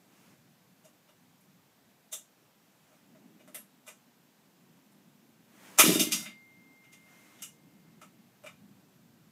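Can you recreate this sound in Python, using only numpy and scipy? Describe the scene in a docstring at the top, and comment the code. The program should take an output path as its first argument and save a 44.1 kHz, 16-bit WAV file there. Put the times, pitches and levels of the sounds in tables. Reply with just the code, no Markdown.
"""In a garage doorway a hand fiddles with a small two-stroke trimmer, then yanks the recoil starter once.
Pawls bang in and parts rattle: grains of contact noise ring the resonances of the plastic housing.
The engine chuffs a few turns and dies, each puff a short push of air through muffler resonances.
A steel part rings on as beating sine pairs, and the clatter and puffs echo off sparse random taps.
Behind lie shaped noises: street rumble, a low hum, jacket rustle and microphone hiss with faint whines."""
import sys
import numpy as np
from scipy import signal
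from scipy.fft import rfft, irfft
from scipy.io import wavfile
from scipy.ndimage import uniform_filter1d

SR = 44100
rng = np.random.default_rng(int(sys.argv[2]) if len(sys.argv) > 2 else 0)


def output_pcm(signal):
    """Save a mono or channel-first signal as 16-bit PCM at the path in sys.argv[1].

    Samples are clipped to [-1, 1] before scaling.
    """
    pcm = np.clip(np.atleast_2d(signal).T, -1, 1) * 32767
    wavfile.write(sys.argv[1], SR, np.round(pcm).astype(np.int16))


N = 410569

# resonances of the plastic housing, rung by blows and rattle: mode_hz, width_hz, level_db
HOUSING_MODES = [(608, 50, 8), (1130, 70, -7.5), (1308, 120, 0), (1522, 96, -9), (2000, 120, -11),
                 (2414, 120, -4), (2862, 90, 4), (2900, 90, -20), (3296, 180, -5.5), (3630, 110, 0.5),
                 (4850, 70, 1), (5750, 150, -1), (6210, 120, 0.5), (6730, 160, 0), (7450, 320, -2.5),
                 (8200, 160, 3.5), (9130, 150, -0.5), (9950, 150, -5.5), (11326, 170, 2.5),
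                 (12200, 170, -6.5), (13500, 79, -10.5), (14400, 250, -6)]


def amp(db):
    """Decibels to linear gain."""
    return 10 ** (np.asarray(db) / 20)


def evened(x):
    """Scale a sound to an RMS of one."""
    return x / np.sqrt(np.mean(x ** 2) + 1e-20)


def read(points, hz):
    """Read a curve over frequency, straight between its points on a log pitch axis."""
    f, value = np.transpose(points)
    return np.interp(np.log(hz + 1), np.log(f + 1), value)


def curve(rows, column=1):
    """Draw one column of a time table as a line over the whole scene."""
    rows = np.asarray(rows)
    return np.interp(np.arange(N) / SR, rows[:, 0], rows[:, column])


def add(mix, start_s, sound):
    """Lay a sound into the mix, cut off at the end of the scene."""
    part = mix[round(start_s * SR):][:len(sound)]
    part += sound[:len(part)]


def modes(table, hz):
    """Complex response of a set of damped resonances."""
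    return sum(amp(db) * .5 * width / (.5 * width + 1j * (hz - f)) for f, width, db in table)


def noise(tone, patchy_db, size=1024):
    """Coloured noise from random short-time spectra with drifting louder and softer patches."""
    hz = np.fft.rfftfreq(size, 1 / SR)
    real, imaginary, patches = rng.standard_normal((N * 4 // size + 5, len(hz), 3)).T
    patches = uniform_filter1d(patches, size=12, axis=0)  # smooth over frequency
    patches = evened(uniform_filter1d(patches, size=14, axis=1))  # and over time
    spectra = (real + 1j * imaginary) * amp(read(tone, hz)[:, None] + patchy_db * patches)
    return evened(signal.istft(spectra, nperseg=size, noverlap=size * 3 // 4)[1][:N])


def grit(shape, per_s, spread_db):
    """Sparse clicks of random sign; a few are large."""
    size = amp(spread_db * np.minimum(rng.exponential(1, shape), 4))
    present = rng.random(shape) < per_s / SR
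    return size * rng.standard_normal(shape) * present


def street():
    """Distant traffic as noise whose deep and higher parts swell separately."""
    # swells of the traffic: time_s, deep_db (under 200 Hz), higher_db (over 200 Hz)
    traffic_swells = [(0, -76, -69.5), (.3, -66.5, -66), (.55, -69, -75.5), (.9, -75, -71.5),
                      (1.35, -68, -74), (2.2, -76.5, -75), (2.95, -75, -74), (3.25, -73, -59),
                      (3.6, -77, -66), (4.2, -74.5, -74.5), (5.05, -76, -65), (5.5, -70, -69.5),
                      (6.5, -74.5, -67.5), (7.2, -69.5, -70), (7.42, -74.5, -65.5), (7.7, -64.5, -61),
                      (8.28, -68.5, -69), (8.65, -65.5, -66), (9.31, -67.5, -70.5)]
    # colour of the traffic noise: pitch_hz, level_db (per Hz)
    traffic_tone = [(30, -29.5), (100, -4.5), (140, 2), (200, 3.5), (280, -3), (420, -16.5), (600, -28),
                    (900, -28), (2000, -59.5)]
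    wash = noise(traffic_tone, 2.0, size=2048)
    deep = signal.sosfiltfilt(signal.butter(2, 200, fs=SR, output="sos"), wash)
    higher = wash - deep
    return amp(curve(traffic_swells)) * evened(deep) + amp(curve(traffic_swells, column=2)) * evened(higher)


def hum():
    """A low hum in the street noise: noise in one narrow resonance, swelling once."""
    start_s, length_s, level_db = 3.5, 0.9, -70
    pitch_hz, width_hz = 237, 36  # the resonance is applied twice
    resonance = modes([(pitch_hz, width_hz, 0)], np.fft.rfftfreq(N, 1 / SR)) ** 2
    band = evened(irfft(rfft(rng.standard_normal(N)) * resonance, N))
    progress = np.clip((np.arange(N) / SR - start_s) / length_s, 0, 1)
    return amp(level_db) * band * np.sin(np.pi * progress)


def jacket():
    """Cloth noise: a faint steady rub that swells and stops with each move of the arm."""
    # arm moves: start_s, swell_s, hold_s, level_db
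    arm_moves = [(-.1, 0.29, 0.13, -67.5), (2.5, 0.39, 0.082, -75), (5.403, .26, .1, -56),
                 (6.895, 0.23, 0.28, -64)]
    # colour of rubbing cloth: pitch_hz, level_db (per Hz)
    cloth_tone = [(180, -24), (300, 2.5), (348, -7.5), (835, -6.5), (2140, -8), (2610, -9.5), (4350, -17),
                  (6460, -14.5), (13600, -20), (15500, -21)]
    still_db, stop_s = -78, 0.15
    t = np.arange(N) / SR
    level = amp(still_db)
    for start_s, swell_s, hold_s, db in arm_moves:
        corners_s = np.cumsum([0, swell_s, hold_s, stop_s])
        level = level + amp(db) * np.interp(t - start_s, corners_s, [0, 1, 1, 0]) ** 2
    return level * noise(cloth_tone, 0.95)


def garage():
    """Garage echo: sparse taps of random sign, each band dying at its own speed."""
    # echo decay by band: pitch_hz, t60_s
    decay_times = [(150, 0.55), (500, 0.16), (2000, 0.19), (6000, 0.22), (14000, 0.18)]
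    taps = np.zeros(SR // 2)
    at = np.arange(100, len(taps) - 10, 10)
    taps[at + rng.integers(0, 10, len(at))] = rng.choice([-1., 1.], len(at))
    hz, t, spectra = signal.stft(taps, SR, nperseg=256)
    fade = amp(-60 * t / read(decay_times, hz)[:, None])
    tail = signal.istft(spectra * fade, SR, nperseg=256)[1]
    return tail / np.linalg.norm(tail)


def echoed(x, direct_db=-8, shift_s=.09):
    """Direct sound plus echo; three random tails fade into one another, so no fixed pitches stand out."""
    turn = np.arange(N) / SR / shift_s  # radians, so one radian lasts shift_s
    mix = amp(direct_db) * x
    for k in range(3):
        share = np.sqrt(2 / 3) * np.cos(turn + k * np.pi / 3)  # squares of the three shares sum to one
        mix = mix + signal.oaconvolve(x * share, garage())[:N]
    return mix


def steel(beat_hz=0.91, twin=0.33):
    """A steel part rings in long, clean partials; each has a close twin, so the ring slowly wavers."""
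    # partials set ringing as the engine slows: pitch_hz, level_db, t60_s (before the grip), start_s
    partials = [(2109, -50.5, 4.4, 6.04), (3700, -52.5, .5, 6.121), (4310, -47, .2, 6.121),
                (4760, -45.5, 0.47, 6.121), (5700, -34, 0.26, 6.121)]
    grip_s, grip_db_per_s = 7.9, 13  # a knock of the hand damps the ring from here on
    out, t = np.zeros(N), np.arange(3 * SR) / SR
    for hz, db, t60, start_s in partials:
        pair = np.sin(2 * np.pi * hz * t) + twin * np.sin(2 * np.pi * (hz + beat_hz) * t)
        damping_db = grip_db_per_s * np.maximum(t + start_s - grip_s, 0)
        fade = amp(db - 60 * t / t60 - damping_db)
        rise = np.minimum(t / 0.01, 1)
        add(out, start_s, fade * pair * rise)
    return out


def rattle(broad=1.0):
    """Flywheel, pawls and cord: dense small contacts ring the housing while the engine turns."""
    # rattle before radiation: time_s, low_db (under 5 kHz), treble_db (over 5 kHz, against low_db)
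    turning_levels = [(5.8, -49, 0.5), (5.848, -30.5, 3.5), (5.992, -44.5, 4), (6.002, -41, 13.5),
                      (6.11, -58.5, -8), (6.124, -47, 8.5), (6.244, -56, 4), (6.26, -63, -3),
                      (6.33, -70, -8)]
    hz = np.fft.rfftfreq(N, 1 / SR)
    thin = 1 / np.sqrt(1 + (500 / (hz + 1)) ** 4)  # little sounds under 500 Hz
    body = rfft(grit(N, 2500, 3.9)) * (broad + modes(HOUSING_MODES, hz)) * thin
    low = evened(irfft(body * (hz < 5000), N))
    high = evened(irfft(body * (hz >= 5000), N))
    t = np.arange(N) / SR
    turning = np.clip((t - turning_levels[0][0]) / 0.0071, 0, 1) * (t < turning_levels[-1][0])
    return amp(curve(turning_levels)) * (low + amp(curve(turning_levels, column=2)) * high) * turning


def knocks(broad=0.73, favour_db=9):
    """Each blow is a chatter of contacts, with a faint 14 ms rise before it; the spot picks its modes."""
    # blows on the housing, before radiation: start_s (of the blow), level_db,
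    # body_db and treble_db (against the middle), low_hz, middle_hz, high_hz (favoured by the struck spot),
    # swell_db (around middle_hz), rise_db (against the blow's force)
    blows = [(0.848, -67, 5, 8.5, 615, 2980, 6900, 3, -20), (1.088, -73, 4, -2, 538, 3100, 5780, 3, -21),
             (1.407, -79.5, 1, 20, 501, 3190, 10900, 0.6, -21),
             (2.127, -45, -0.5, 14.5, 680, 3660, 7570, 7.8, -20),
             (2.918, -76.5, 12, -1.5, 713, 2500, 5510, 3, -19),
             (3.149, -73, 5, -6, 620, 1910, 6730, 5.8, -21), (3.399, -72, 0, -4, 610, 2350, 5950, 4, -12),
             (3.477, -65.5, 8, 4.5, 700, 2000, 9530, 3.7, -20),
             (3.546, -48.5, -4.5, 11.5, 636, 1810, 10870, 7.1, -40),
             (3.867, -63, 8, 10, 1300, 3600, 7540, 3, -19), (3.878, -56, 3, 5.5, 660, 2380, 7800, 5.5, -16),
             (4.919, -81, -4, 19, 716, 3690, 9740, 0.6, -20),
             (5.787, -24, 5, 11, 1150, 2390, 7060, 3.5, -27.5),
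             (5.794, -22, -5, 5.5, 1300, 2380, 12500, 2.5, -24.5),
             (5.996, -34, -16, 2.5, 616, 3800, 6150, 1.3, -17),
             (6.121, -35, -15.5, 2.5, 1301, 4980, 6430, 2.4, -18),
             (6.259, -54.5, -4, -9.5, 1500, 2180, 7000, 7.3, -23),
             (6.839, -73, 3, -7, 1966, 2200, 6330, 7.4, -19),
             (6.929, -65.5, -5, 0.5, 2000, 2200, 6630, 3, -12),
             (7.39, -72.5, -4, 1, 1770, 3370, 6100, 9.7, -24.5),
             (7.422, -49.5, -2.5, 10, 1890, 2970, 7150, 2.7, -29),
             (8.015, -59.5, 8, 2, 1293, 2440, 7230, 4.5, -26.5),
             (8.438, -58.5, 10.5, 3, 605, 2440, 8360, 7, -23.5),
             (8.462, -56, 5.5, -2.3, 1220, 2400, 7320, 8.9, -15)]
    # colour shared by all blows: pitch_hz, level_db (per Hz)
    blow_tone = [(700, 6.5), (1400, 5.5), (2400, 2), (3500, -1.5), (5000, -3.5), (7300, -2), (10000, -3),
                 (13000, -5)]
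    chatter_s, rise_s = 0.0026, .014  # chatter_s is a decay constant
    body_hz = (1390, 2400)  # where body gives way to middle
    treble_octaves = (-.65, -.3)  # treble sets in just under the high pitch
    thin_share, swell_octaves = .6, 0.35  # little sounds under this share of the low pitch
    out, size = np.zeros(N), 8192
    t, hz = np.arange(size) / SR - rise_s, np.fft.rfftfreq(size, 1 / SR)
    mode_hz, width_hz, mode_db = np.transpose(HOUSING_MODES)
    low = np.interp(hz, body_hz, [1, 0])
    for s, db, body_db, treble_db, low_hz, middle_hz, high_hz, swell_db, rise_db in blows:
        near = sum(np.exp(-(np.log(mode_hz / f) / 0.061) ** 2) for f in (low_hz, middle_hz, high_hz))
        struck = zip(mode_hz, width_hz, mode_db + favour_db * near)
        force = np.where(t < 0, amp(rise_db) * (1 + t / rise_s), np.exp(-t / chatter_s))
        chatter = rfft(grit(size, 9000, 3.5) * force)
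        # contacts carry no colour of their own
        chatter /= np.sqrt(uniform_filter1d(abs(chatter) ** 2, size=41) + 1e-12)
        swell = np.exp(-(np.log2((hz + 1) / middle_hz) / swell_octaves) ** 2)
        high = np.interp(np.log2((hz + 1) / high_hz), treble_octaves, [0, 1])
        colour_db = read(blow_tone, hz) + body_db * low + treble_db * high + swell_db * swell
        body = amp(colour_db) * (broad + modes(struck, hz))
        thin = 1 / np.sqrt(1 + (thin_share * low_hz / (hz + 1)) ** 6)
        blow = irfft(chatter * body * thin)[:size // 2]
        add(out, s - rise_s, amp(db) * evened(blow))
    return out


def puffs():
    """Each compression pushes a slug of air through the resonant muffler."""
    # compression puffs, slowing down: start_s, peak_db (before the mix), push_hz
    compressions = [(5.794, -24, 403), (5.817, -33, 318), (5.838, -19, 350), (5.863, -20.5, 345),
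                    (5.879, -21.5, 187), (5.892, -15.5, 381), (5.922, -22.5, 362), (5.956, -20, 342),
                    (5.989, -30, 303), (6.008, -21.5, 300), (6.07, -29, 310), (6.145, -36, 226),
                    (6.211, -47, 180), (6.287, -48.5, 222)]
    # resonances of the muffler: mode_hz, width_hz, level_db
    muffler_modes = [(131.2, 40, -6.5), (196, 35, 0.5), (223, 23, -4), (314, 44, -2.5), (397, 33, -7.5),
                     (613, 120, -12.5)]
    out, t = np.zeros(N), np.arange(4096) / SR
    muffler = 0.11 + modes(muffler_modes, np.fft.rfftfreq(len(t), 1 / SR))
    outlet = signal.butter(3, 135, "high", fs=SR, output="sos")  # a small opening radiates little bass
    for start_s, db, push_hz in compressions:
        push = np.sin(2 * np.pi * push_hz * t) * t * np.exp(-t / 0.0015)
        puff = signal.sosfilt(outlet, irfft(rfft(push) * muffler))
        add(out, start_s, amp(db) * puff / abs(puff).max())
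    return out


def trimmer():
    """The whole tool: radiated clatter and engine puffs with their garage echo, and the steel ring."""
    # how much of the clatter reaches the door: pitch_hz, gain_db
    radiated = [(300, -7), (600, 3.5), (800, 3), (1200, 1), (3800, 6), (4300, 1), (5000, 5), (8400, 2),
                (9300, 2.5), (10500, 5), (15500, -1)]
    chuff = puffs()
    radiation = amp(read(radiated, np.fft.rfftfreq(N, 1 / SR)))
    clatter = irfft(rfft(knocks() + rattle()) * radiation, N)
    chuff_echo = signal.oaconvolve(chuff, garage())[:N]
    return echoed(clatter) + 0.73 * chuff_echo + 1.2 * chuff + steel()


def scene():
    """The trimmer over street, hum and jacket, as one channel."""
    return (trimmer() + street() + hum() + jacket())[None]


def record(dry):
    """A soft limit keeps the highest peaks in range; deep bass is dropped, hiss and whine added;
    then the band limit."""
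    # colour of the hiss: pitch_hz, level_db (per Hz)
    hiss_tone = [(180, -22), (300, -5), (700, -5), (1500, -11), (2800, -12.5), (5000, -15.5), (8300, -17),
                 (8800, -21), (10200, -22.5), (10500, -18.5), (13700, -15.5), (15700, -20)]
    # faint steady whines: pitch_hz, level_db
    whine_tones = [(1561, -85.5), (10400, -90)]
    hiss_db, edge_hz = -68, 15600
    limited = dry / (1 + abs(dry / .8) ** 4) ** (1 / 4)
    thin = signal.sosfilt(signal.butter(3, 110, "high", fs=SR, output="sos"), limited)
    t = np.arange(N) / SR
    whine = sum(amp(db) * np.sin(2 * np.pi * hz * t) for hz, db in whine_tones)
    hissy = thin + amp(hiss_db) * noise(hiss_tone, 0.66) + whine
    band_limit = signal.firwin(511, edge_hz, window=("kaiser", 9), fs=SR)
    return signal.oaconvolve(hissy, band_limit[None], "same")


dry = scene()
out = record(dry)
output_pcm(out)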